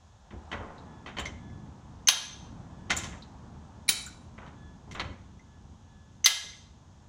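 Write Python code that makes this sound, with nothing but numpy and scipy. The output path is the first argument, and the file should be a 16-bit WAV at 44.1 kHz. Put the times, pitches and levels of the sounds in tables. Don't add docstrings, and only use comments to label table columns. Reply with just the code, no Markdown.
import sys
import numpy as np
from scipy import signal
from scipy.fft import rfft, irfft
from scipy.io import wavfile
from scipy.ndimage import uniform_filter1d

SR = 44100
rng = np.random.default_rng(int(sys.argv[2]) if len(sys.argv) > 2 else 0)


def wrap_up_sound(samples):
    columns = np.atleast_2d(samples).T
    tamed = np.clip(columns, -1, 1)
    steps = np.round(tamed * 32767).astype(np.int16)
    wavfile.write(sys.argv[1], SR, steps)


N = 312476
TIME = np.arange(N) / SR
BLOW_TIME = np.arange(SR // 2) / SR
TOP_HZ = 15850

# blow in seconds, lead of the slips in seconds, slip level in dB, pin ring in dB,
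# blow on the bar in dB, brightness in dB per octave, delay of the rebound in seconds.
LOWER_SNAPS = [(2.0846, .0122, -13.5, -9.5, -5.5, -1, .0045), (6.2590, .017, -14, -8, -4.5, 0.86, .0148)]
UPPER_SNAPS = [(3.8893, 0.0088, -31, -15.5, -14, .7, .004)]
SLIP_GAP_S, SLIP_BAR_DB = .004, -21.5
SEAT_S = .002
PIN_REBOUND_DB, PIN_REBOUND_TILT_DB = -9.5, -5

# frequency in Hz, relative level in dB, t60 in seconds.
LOWER_PIN_MODES = [(2082, -15.5, 0.14), (2870, -19, .05), (4400, -26, 0.052), (6186, -3, 0.051),
                   (6255, -5, 0.067)]
UPPER_PIN_MODES = [(2305, -1.5, 0.037), (3994, -1, 0.042), (4380, -7.5, .07), (5500, -7.5, 0.061),
                   (8820, -10, 0.023), (9300, -9, 0.087), (10160, -3.5, .05), (10740, -9.5, 0.098),
                   (15800, -7.5, 0.077)]
# frequency in Hz, relative level in dB.
LOWER_BAR = [(100, -34.5), (400, -31), (700, -15), (1200, -11.5), (2200, -8), (3100, 2.5), (4000, 1.5),
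             (5000, -3), (6200, -7), (7000, -9), (8500, -14.5), (12000, -14.5), (15500, -21)]
UPPER_BAR = [(100, -18), (600, -18.5), (1200, -10), (2500, -5.5), (4200, -1), (6200, -2), (8200, -8),
             (10000, -11), (13500, -20), (15500, -17)]
# frequency in Hz, relative level in dB, t60 in seconds.
LOWER_BAR_MODES = [(1678, -22.5, 0.31), (2834, -20.5, .2), (3143, -16, 0.12), (3360, -19.5, 0.14),
                   (3590, -23, 0.46), (3815, -14, 0.22), (4010, -17, 0.092), (4360, -21.5, 0.14),
                   (4990, -26, 0.28), (5730, -18, 0.12), (5810, -18, 0.22), (6280, -20.5, 0.15),
                   (8600, -34, .22), (10080, -19.5, 0.21), (11750, -33.5, .25)]
UPPER_BAR_MODES = [(1468, -35, 0.27), (3087, -18, 0.1), (3850, -16, 0.1604), (5730, -19.5, 0.094),
                   (6900, -22.5, 0.16), (7540, -18, 0.12), (11160, -12, 0.048), (11800, -14, 0.048),
                   (13200, -22.5, .08)]

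# start in seconds, relative level in dB,
# dull above this frequency in Hz, decay constant in seconds, thump of the vehicle in dB.
CLUNKS = [(.306, -43, 2500, 0.019, -35), (.515, -30, 2860, 0.021, -34), (.528, -25.5, 2120, 0.018, -41),
          (.599, -36, 1160, 0.18, -44), (1.061, -34.5, 3030, 0.027, -50), (1.168, -30, 3180, 0.012, -44),
          (1.184, -27, 3500, 0.017, -37), (1.254, -36, 5450, .012, -39.5), (1.661, -44.5, 1200, .011, -47),
          (2.897, -29, 3060, .01, -49), (2.903, -21, 5200, 0.014, -37.5), (2.966, -36.5, 7660, 0.044, -55),
          (3.035, -35.5, 6300, 0.021, -38.5), (3.126, -39.5, 2270, 0.026, -45),
          (4.379, -38.5, 1930, .025, -57), (4.418, -38, 1520, 0.051, -62), (4.463, -49.5, 3570, .02, -52),
          (4.876, -44, 900, .012, -42.5), (4.911, -45.5, 6200, 0.021, -62),
          (4.948, -34.5, 2600, 0.048, -64), (4.996, -23.5, 3300, 0.012, -37.5),
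          (5.055, -50, 900, .022, -36), (6.439, -36, 800, .02, -44)]
KNOCK_BACK_S, KNOCK_BACK_DB, KNOCK_BACK_DULLING, KNOCK_BACK_STRETCH = .014, -5, 0.78, 1.8
# frequency in Hz, relative level in dB.
LINKAGE = [(60, -3), (250, -2.5), (500, -4), (1000, -1), (1800, -1.5), (3000, -3), (3800, -0.5),
           (4400, -12.5), (5000, -6), (6300, 2.5), (9000, -4), (15000, -10.5)]
# frequency in Hz, relative level in dB, t60 in seconds.
LINKAGE_MODES = [(1019, -17, 0.29), (1415, -30, 0.16), (1986, -7, 0.067), (2174, -8, 0.045),
                 (3103, -3, 0.061), (4417, -9, 0.11), (5906, -11, 0.038)]
# frequency in Hz, relative level in dB.
VEHICLE = [(25, -33), (45, -5), (75, 6.5), (130, -6.5), (220, -7), (400, -13.5), (1000, -23), (10000, -109)]
# frequency in Hz, relative level in dB, t60 in seconds.
VEHICLE_MODES = [(74.4, -2.5, 0.24), (215, -11.5, 0.55)]

# frequency in Hz, relative level in dB, width of one filter pass in Hz.
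LOOSE_PIN = [(2077, 0, 180), (5900, -10.5, 600)]
SPRING = [(7240, 1, 680), (9100, -12, 2900), (14200, -20, 1500)]
CLIP = [(3970, 0, 840)]
HANDLE = [(1466, 0, 150)]
RUNNER = [(1180, -11, 400), (3150, -9, 700), (6350, 0, 400), (10100, -8, 250)]
# start in seconds, relative level in dB, part.
CHATTER = [(0.78, -55.5, CLIP), (1.194, -43, SPRING), (1.256, -32.5, LOOSE_PIN), (1.497, -62, LOOSE_PIN),
           (2.086, -12.5, RUNNER), (2.904, -26, LOOSE_PIN), (2.902, -29, HANDLE), (2.965, -29.5, SPRING),
           (3.221, -47.5, CLIP), (4.061, -42.5, SPRING), (4.064, -44, HANDLE), (4.911, -48, LOOSE_PIN),
           (4.941, -57, SPRING), (4.995, -35.5, CLIP), (5.391, -57, LOOSE_PIN), (6.261, -12.5, LOOSE_PIN),
           (6.262, -19, CLIP), (6.532, -48, LOOSE_PIN)]

# band centre in Hz, relative level in dB, t60 in seconds.
GARAGE = [(100, -8, 0.35), (500, 5.5, 0.45), (1200, 3, 0.47), (3520, -3, 0.51), (7000, 0, 0.5),
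          (10000, -3.5, 0.38), (14000, -8.5, 0.21)]
# frequency in Hz, relative level in dB.
AIR = [(25, -21.5), (80, 1.5), (217, -19.5), (320, -31.5), (936, -33.5), (1520, -32), (2110, -40),
       (2800, -36), (3450, -32.5), (4500, -39), (6560, -32.5), (8800, -49), (11000, -58.5), (16000, -75)]
RUMBLE = [(22, -36.5), (45, 1), (58, -2.5), (76, 5.5), (110, 1), (220, 0.5), (330, -10.5), (600, -24.5),
          (2000, -54), (12000, -87.5)]
RUSH = [(150, -15.5), (400, -5), (900, 3.5), (1300, -5.5), (2200, -18), (8000, -28), (13000, -59.5)]
# time in seconds, relative rumble level in dB, soft rush level in dB.
BACKGROUND = [(0, -71, -64.5), (.22, -68.5, -65), (.53, -57, -55.5), (1.4, -50, -59.5), (2.3, -52.5, -56.5),
              (2.85, -48, -56), (3.6, -52.5, -59.5), (5.1, -53.5, -63.5), (6.1, -59.5, -66.5),
              (7.09, -61.5, -66.5)]
# middle in seconds, half length in seconds, level in dB.
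WHINE = [(.93, 0.096, -66.5), (1.472, 0.14, -64), (2.82, 0.12, -67.5), (4.65, 0.088, -61.5),
         (5.55, 0.0567, -69.5), (5.985, 0.11, -69.5)]
WHINE_HZ = 1713


def snaps(strokes):
    for s, lead_s, slip_db, ring_db, bar_db, bright_db, rebound_s in strokes:
        for slip_s in (s - lead_s, s - lead_s + SLIP_GAP_S):
            yield slip_s, slip_db, slip_db + SLIP_BAR_DB, bright_db
        for blow_s in (s, s + SEAT_S):
            yield blow_s, ring_db, bar_db, bright_db
        yield s + rebound_s, ring_db + PIN_REBOUND_DB, bar_db + PIN_REBOUND_DB, bright_db + PIN_REBOUND_TILT_DB


def pin(blows, modes, bar, bar_modes, crack_s, shudder_s, shudder_db):
    out = np.zeros(N)
    hz, db = np.transpose(bar)
    for s, ring_db, bar_db, bright_db in blows:
        crack = burst(crack_s, 0.0014)
        shudder = undb(shudder_db) * burst(shudder_s, .003)
        tilted = np.column_stack([hz, db + bright_db * np.log2(hz)])
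        bar_sound = colour(crack + shudder, tilted) + ring(bar_modes, jostle_hz=28.1)
        add(out, s, undb(ring_db) * ring(modes) + undb(bar_db) * bar_sound)
    return out


def knocks(clunks):
    for s, db, dull_hz, decay_s, thump_db in clunks:
        yield s, db, dull_hz, decay_s, thump_db
        yield (s + KNOCK_BACK_S, db + KNOCK_BACK_DB, dull_hz * KNOCK_BACK_DULLING,
               decay_s * KNOCK_BACK_STRETCH, thump_db + KNOCK_BACK_DB)


def linkage(ring_db=-2, thump_s=0.048, grit_db=3):
    out = np.zeros(N)
    for s, db, dull_hz, decay_s, thump_db in knocks(CLUNKS):
        grit = undb(grit_db * walk(500, size=len(BLOW_TIME)))
        slips = burst(decay_s, 0.00063) * grit
        knock = colour(slips, LINKAGE) + undb(ring_db) * ring(LINKAGE_MODES)
        soft = signal.butter(3, min(dull_hz, TOP_HZ), fs=SR, output="sos")
        add(out, s, undb(db) * signal.sosfilt(soft, knock))
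        boom = colour(burst(thump_s, 0.01834), VEHICLE) + ring(VEHICLE_MODES, jostle_hz=3, rise_s=0.043)
        add(out, s, undb(thump_db) * boom)
    return out


def ticks(decay_s=0.014):
    out = np.zeros(N)
    for s, db, part in CHATTER:
        for hz, mode_db, width_hz in part:
            b, a = signal.iirpeak(min(hz, TOP_HZ), hz / width_hz, fs=SR)
            once = signal.lfilter(b, a, burst(decay_s, 0.00042))
            tick = signal.lfilter(b, a, once)
            strength = np.sqrt(np.sum(tick ** 2) / (decay_s * SR / 2))
            add(out, s, undb(db + mode_db) * tick / strength)
    return out


def garage(x, wet_db, delay_s=.018, build_s=0.0067):
    hz, db, t60 = np.transpose(GARAGE)
    t, bins = np.arange(SR) / SR, np.fft.rfftfreq(SR, 1 / SR)
    noise, tail = rfft(rng.standard_normal(SR)), 0
    for share, band_db, band_t60 in zip(np.eye(len(hz)), db, t60):
        weight = np.interp(np.log(bins + 1), np.log(hz), share)
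        band = irfft(noise * weight, SR)
        tail = tail + band * undb(band_db) * np.exp(-np.log(1000) * t / band_t60)
    tail *= 1 - np.exp(-np.maximum(t - delay_s, 0) / build_s)
    return undb(wet_db) * signal.fftconvolve(x, tail / np.linalg.norm(tail))[:N]


def outdoors(air_db=-55.5, rumble_db=3, flutter_db=2):
    s, *columns = np.transpose(BACKGROUND)
    low_db, rush_db = (np.interp(TIME, s, c) for c in columns)
    air = undb(air_db) * colour(rng.standard_normal(N), AIR)
    rumble_level = undb(low_db + rumble_db + flutter_db * walk(8))
    rumble = rumble_level * colour(rng.standard_normal(N), RUMBLE)
    rush_level = undb(rush_db + 1.2 * walk(3.8))
    rush = rush_level * colour(rng.standard_normal(N), RUSH)
    return air + rumble + rush


def whine(octave_db=-8, waver=0.0011, steady_db=-79, wander_db=3):
    phase = 2 * np.pi * np.cumsum(WHINE_HZ * (1 + waver * walk(28))) / SR
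    swells = sum(undb(db) * np.exp(-((TIME - s) / half_s) ** 2) for s, half_s, db in WHINE)
    level = swells + undb(steady_db + wander_db * walk(4.3))
    return level * (np.sin(phase) + undb(octave_db) * np.sin(2 * phase))


def ring(modes, jostle_hz=20, rise_s=0.00052):
    hz, db, t60 = np.transpose(modes)[:, :, None]
    steps = rng.standard_normal((len(hz), len(BLOW_TIME)))
    jostle = np.cumsum(steps, axis=1) * np.sqrt(2 * np.pi * jostle_hz / SR)
    phase = 2 * np.pi * (hz * BLOW_TIME + rng.random(hz.shape)) + jostle
    partials = undb(db) * np.exp(-np.log(1000) * BLOW_TIME / t60) * np.sin(phase)
    edges = [hz.min() / 2, min(1.15 * hz.max(), TOP_HZ)]
    band = signal.butter(3, edges, "bandpass", fs=SR, output="sos")
    return signal.sosfilt(band, partials.sum(axis=0)) * (1 - np.exp(-BLOW_TIME / rise_s))


def burst(decay_s, rise_s):
    envelope = np.exp(-BLOW_TIME / decay_s) * (1 - np.exp(-BLOW_TIME / rise_s))
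    return rng.standard_normal(len(BLOW_TIME)) * envelope


def colour(x, points, size=4096):
    hz, db = np.transpose(points)
    bins = np.fft.rfftfreq(size, 1 / SR)
    gain = undb(np.interp(np.log(bins + 1), np.log(hz), db))
    cepstrum = irfft(np.log(unit(gain)))
    cepstrum[1:size // 2] *= 2
    cepstrum[size // 2 + 1:] = 0
    return signal.fftconvolve(x, irfft(np.exp(rfft(cepstrum))))[:len(x)]


def walk(rate, size=N):
    k = int(SR / rate)
    return uniform_filter1d(np.repeat(rng.standard_normal(size // k + 1), k), k)[:size]


def undb(db):
    return 10 ** (np.asarray(db) / 20)


def unit(x):
    return x / np.sqrt(np.mean(x ** 2))


def add(out, s, sound):
    i = max(int(s * SR), 0)
    out[i:i + len(sound)] += sound[:N - i]


def scene():
    lower = pin(snaps(LOWER_SNAPS), LOWER_PIN_MODES, LOWER_BAR, LOWER_BAR_MODES,
                crack_s=0.0078, shudder_s=0.025, shudder_db=-9.0)
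    upper = pin(snaps(UPPER_SNAPS), UPPER_PIN_MODES, UPPER_BAR, UPPER_BAR_MODES,
                crack_s=.004, shudder_s=0.021, shudder_db=-8.5)
    clunks, chatter = linkage(), ticks()
    to_garage = lower + undb(-1.0) * upper + undb(-3) * clunks + undb(-6) * chatter
    echo = garage(to_garage, wet_db=-12.5)
    return (lower + upper + clunks + chatter + echo + outdoors() + whine())[None]


def record(dry, limit_db=-5, release_s=0.28):
    peak = np.maximum(np.abs(dry[0]), 1e-9)
    held = np.exp(np.maximum.accumulate(np.log(peak) + TIME / release_s) - TIME / release_s)
    gain = uniform_filter1d(np.minimum(1, undb(limit_db) / held), size=128)
    top_cut = signal.ellip(10, .2, 80, TOP_HZ, fs=SR, output="sos")
    return signal.sosfilt(top_cut, dry * gain)


dry = scene()
out = record(dry)
wrap_up_sound(out)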